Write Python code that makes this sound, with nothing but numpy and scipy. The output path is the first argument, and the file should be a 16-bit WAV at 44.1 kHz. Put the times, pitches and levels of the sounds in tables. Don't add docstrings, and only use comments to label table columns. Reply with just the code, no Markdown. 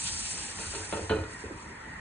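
import sys
import numpy as np
from scipy import signal
from scipy.fft import rfft, irfft
from scipy.io import wavfile

SR = 44100
rng = np.random.default_rng(int(sys.argv[2]) if len(sys.argv) > 2 else 0)


def inscribe(sig):
    pcm = np.round(np.clip(np.atleast_2d(sig).T, -1, 1) * 32767)
    wavfile.write(sys.argv[1], SR, pcm.astype(np.int16))


N = 88508


def amp(db):
    return 10 ** (np.asarray(db) / 20)


def unit(x):
    return x / np.sqrt(np.mean(x ** 2) + 1e-20)


def at_hz(table, hz):
    f, values = np.transpose(table)
    return np.interp(np.log(hz + 1), np.log(f + 1), values)


def at_time(table, t):
    return np.interp(t, *np.transpose(table))


def add(mix, start_s, sound):
    part = mix[:, max(round(start_s * SR), 0):][:, :sound.shape[1]]
    part += sound[:, :part.shape[1]]


def colour(x, db_of):
    n = x.shape[-1]
    return irfft(rfft(x, 2 * n) * amp(db_of(np.fft.rfftfreq(2 * n, 1 / SR))))[..., :n]


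def shape(x, db_of, size=256):
    frames = dict(fs=SR, nperseg=size, noverlap=size * 3 // 4)
    hz, t, spectra = signal.stft(x, **frames)
    return signal.istft(spectra * amp(db_of(hz[:, None], t)), **frames)[1][:, :x.shape[1]]


def noise(db_of, n):
    return unit(colour(rng.standard_normal((2, n)), db_of))


def band_noise(hz, octaves, n):
    return noise(lambda f: -6 * (np.log2((f + 1) / hz) / octaves) ** 2, n)


def drift(rows, columns, size):
    window = np.outer(np.hanning(size), np.hanning(size))
    return unit(signal.fftconvolve(rng.standard_normal((rows, columns)), window, "same"))


def peak_db(f, hz, width_hz):
    return -20 * np.log10(1 + ((f - hz) / width_hz) ** 2)


def strike(t, rise_s, t60):
    return (1 - np.exp(-t / rise_s)) * np.exp(-np.log(1000) * t / t60)


def sizzle():
    # frequency in Hz, relative spectral level in dB.
    spectrum = [(200, -35), (900, -15), (1800, -12), (2500, 1), (3500, -5.5), (4500, -0.5), (6200, 0.5),
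                (7600, 0.5), (9400, 2)]
    # time in seconds, gain in dB.
    opening = [(0, 4.5), (.09, 5), (.32, 2), (.54, -3.5), (.62, 0.5), (.76, -1), (.95, -5.5), (1.08, -11.5),
               (1.25, -19), (1.31, -11.5), (1.55, -21.5), (1.62, -15.5), (1.7, -23), (2.0, -26)]
    # frequency in Hz, share of that gain in dB that applies there.
    shading = [(500, 0.3), (2000, 0.23), (3200, 0.81), (5000, 0.83), (9000, 1.0)]
    pops_per_s, flutter_db, patchy_db = 1700, 1.06, 2

    def escaping_db(f, t):
        flutter = flutter_db * drift(1, len(t), size=31)
        patches = patchy_db * drift(len(f), len(t), size=9)
        return at_time(opening, t) * at_hz(shading, f) + flutter + patches

    sizes = amp(-2 * np.minimum(rng.exponential(1, N), 4))
    bursts = rng.random(N) < pops_per_s / SR
    pops = unit(sizes * bursts * rng.choice([-1, 1], (2, N)))
    fizz = amp(7.5) * rng.standard_normal((2, N))
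    open_pan = amp(-34.5) * unit(colour(pops + fizz, lambda f: at_hz(spectrum, f)))
    return shape(open_pan, escaping_db)


def burner():
    # frequency in Hz, relative spectral level in dB.
    spectrum = [(20, -32), (32, -14.5), (46, 1), (85, 2), (135, -4.5), (185, -2), (270, -6.5), (420, -9.5),
                (650, -11.5), (950, -7.5), (1200, -10), (1500, -6.5), (2100, -10.5), (2600, -19.5),
                (3200, -24), (9000, -33.5)]
    patchy_db = 2.28
    rush = noise(lambda f: at_hz(spectrum, f), N)
    return amp(-45.5) * shape(rush, lambda f, t: patchy_db * drift(len(f), len(t), size=13), size=1024)


def hollow_tone():
    # time in seconds, resonant frequency in Hz.
    pitch = [(0, 910), (.9, 833), (1.4, 1000), (1.9, 880)]
    white = rng.standard_normal((2, N))
    tone = shape(white, lambda f, t: peak_db(f, at_time(pitch, t), width_hz=76), size=2048)
    return amp(-53.5) * unit(tone)


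def whistles():
    # centre in Hz, half-width in Hz, level in dB before the swell.
    resonances = [(1882, 99, -51), (2390, 40, -71)]
    # time in seconds, gain in dB.
    swell = [(0, -3.5), (1.0, -3.5), (1.35, 1), (1.6, -6.5), (1.78, -4), (1.88, 4), (2.0, 5.5)]
    airy = sum(amp(db) * noise(lambda f: peak_db(f, hz, width), N) for hz, width, db in resonances)
    return airy * amp(at_time(swell, np.arange(N) / SR))


def steam_spurts():
    # start in seconds, length in seconds, level in dB, centre in Hz.
    spurts = [(0.031, 0.091, -35.5, 4050), (0.189, 0.018, -46, 6760), (0.271, 0.08, -34.5, 8900)]
    out = np.zeros((2, N))
    for start, length, db, hz in spurts:
        n = int(length * SR)
        add(out, start, amp(db) * np.hanning(n) * band_noise(hz, octaves=0.85, n=n))
    return out


def lid_ring(t, seated, tilt_db):
    # frequency in Hz, level in dB when tilted, level in dB when seated, t60 in seconds.
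    modes = [(204.2, -7, -2.5, 0.15), (272.7, -14, 1.5, 0.15), (314.4, -5, -2.5, 0.23),
             (433.4, 3.5, 4, 0.17), (531.5, -12, -6.5, 0.23), (570, -1.5, -10, 0.23),
             (640.6, -8, -12.5, 0.35), (920, 2.5, -1.5, 0.088), (1288, -8, -9.5, 0.18),
             (1404, -5.5, -5.5, 0.15), (1449.7, -12.5, 0, 0.11), (1794, -24, -12, 0.092),
             (1837, -18.5, -28, 0.36), (2460, -13, -14, 0.36), (2707, -12.5, -20, 0.25),
             (2993, -11, -9.5, 0.082), (3460, -11.5, -36, 0.11), (4020, -13, -9.5, .04)]
    t60_share = 1 if seated else 0.89
    detunes = 1 + 0.0046 * rng.standard_normal(len(modes))
    phases = np.array([[0], [np.pi / 2]])
    ring = np.zeros((2, len(t)))
    for (hz, held_db, seated_db, t60), detune in zip(modes, detunes):
        gain = amp((seated_db if seated else held_db) + tilt_db(hz))
        envelope = strike(t, rise_s=0.001, t60=t60 * t60_share)
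        ring += gain * np.sin(2 * np.pi * hz * detune * t + phases) * envelope
    return ring


def thump(hz, octaves, t60):
    t = np.arange(SR // 2) / SR
    envelope = strike(t, rise_s=0.0027, t60=t60)
    return unit(band_noise(hz, octaves, len(t)) * envelope) * np.sqrt(np.mean(envelope ** 2))


def lid_contact(seated, brightness, thud_db):
    # frequency in Hz, relative spectral level in dB.
    clack_spectrum = [(60, -17.5), (200, -10), (400, 8), (750, -0.5), (1450, -7.5), (2000, -13),
                      (3000, -15), (4400, -23), (6000, -35.5), (9500, -53)]
    pivot_hz = 696
    t = np.arange(SR // 2) / SR

    def tilt_db(f):
        return brightness * np.log2(np.clip(f, 150, 4000) / pivot_hz)

    ring = lid_ring(t, seated, tilt_db)
    clack = colour(noise(lambda f: at_hz(clack_spectrum, f), len(t)), tilt_db)
    clack *= strike(t, rise_s=0.00026, t60=0.037)
    tick = colour(rng.standard_normal((2, len(t))), tilt_db) * strike(t, rise_s=0.0001, t60=0.0075)
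    thud = thump(hz=91.6, octaves=0.3, t60=0.22)
    return amp(-29) * ring + amp(-20.5) * clack + amp(-52) * tick + amp(thud_db - 27) * thud


def lid_clatter():
    # start in seconds, gain in dB, brightness in dB per octave, extra thud gain in dB.
    contacts = [(0.587, -18, 5.5, -42), (0.602, -16.5, 1.5, -17), (.737, -16.5, 3, -26),
                (.748, -16, 5.5, -27), (0.801, -19.5, -2, 3), (.925, -3.5, 1, -27), (.935, -6.5, -0.5, -34),
                (.943, -12, -2.5, -2.5), (.971, -13, 0, -21), (.990, -12, -4, -22), (1.017, -20.5, -5, 8),
                (1.095, -7, 4.5, -21), (1.101, -2.5, 1, -6), (1.110, -3, 0, -9.5), (1.119, -6.5, 1, -5),
                (1.127, -9.5, -3.5, -12), (1.136, -10.5, -1.5, -22), (1.164, -14, 1.5, 1),
                (1.186, -15.5, 2.5, 11.5), (1.237, -17.5, 3, 6)]
    seated_s = 1.05
    out = np.zeros((2, N))
    for start, db, brightness, thud_db in contacts:
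        add(out, start, amp(db) * lid_contact(start > seated_s, brightness, thud_db))
    return out


def soft_bumps():
    # start in seconds, level in dB, centre in Hz, t60 in seconds.
    bumps = [(0.666, -41.5, 72.6, 0.29), (0.634, -47.5, 276, 0.24), (0.744, -36, 298, .12),
             (1.439, -33, 316, 0.089), (1.444, -37, 88.5, 0.12), (1.504, -31, 268, 0.072)]
    out = np.zeros((2, N))
    for start, db, hz, t60 in bumps:
        add(out, start, amp(db) * thump(hz, octaves=0.58, t60=t60))
    return out


def kitchen(x, wet_db):
    # frequency in Hz, reverberation time (t60) in seconds.
    decay = [(100, 0.25), (500, 0.46), (2000, 0.22), (8000, 0.43)]
    t = np.arange(SR // 2) / SR
    tail = shape(rng.standard_normal((2, len(t))), lambda f, s: -60 * s / at_hz(decay, f))
    tail *= t > 0.005
    return x + amp(wet_db) * signal.fftconvolve(x, tail / np.linalg.norm(tail[0]), axes=1)[:, :N]


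def stereo(both):
    # frequency in Hz, gain of side over mid in dB.
    width = [(70, -57), (170, -19.5), (350, -10), (650, 0), (1000, -1), (1400, -5.5), (2000, -2.5),
             (3000, 1.5), (4000, -1), (4550, 1.5), (4850, 22), (5200, 20), (5500, 18.5), (5800, 1.5),
             (6600, 0), (7400, -9.5), (8100, -59)]
    # frequency in Hz, gain of left over right in dB.
    balance = [(70, 1), (180, -2), (400, -2), (1000, 0.4), (9000, 0)]
    mid = colour(both[0], lambda f: -10 * np.log10(1 + amp(at_hz(width, f)) ** 2))
    side = colour(both[1], lambda f: -10 * np.log10(1 + amp(-at_hz(width, f)) ** 2))
    left_right = np.array([mid + side, mid - side])
    return colour(left_right, lambda f: np.outer([0.5, -0.5], at_hz(balance, f)))


def scene():
    knocks = lid_clatter() + soft_bumps()
    frying = kitchen(sizzle() + steam_spurts(), wet_db=-6.5)
    rush = burner() + hollow_tone() + whistles()
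    narrowing = np.array([[1], [amp(-3.5)]])
    return stereo(frying + rush + kitchen(knocks, wet_db=-2.5) * narrowing)


def record(dry):
    cutoff_hz = 9690
    low_pass = signal.firwin(801, cutoff_hz, window=("kaiser", 9), fs=SR)
    return signal.oaconvolve(dry, low_pass[None], "same")


dry = scene()
out = record(dry)
inscribe(out)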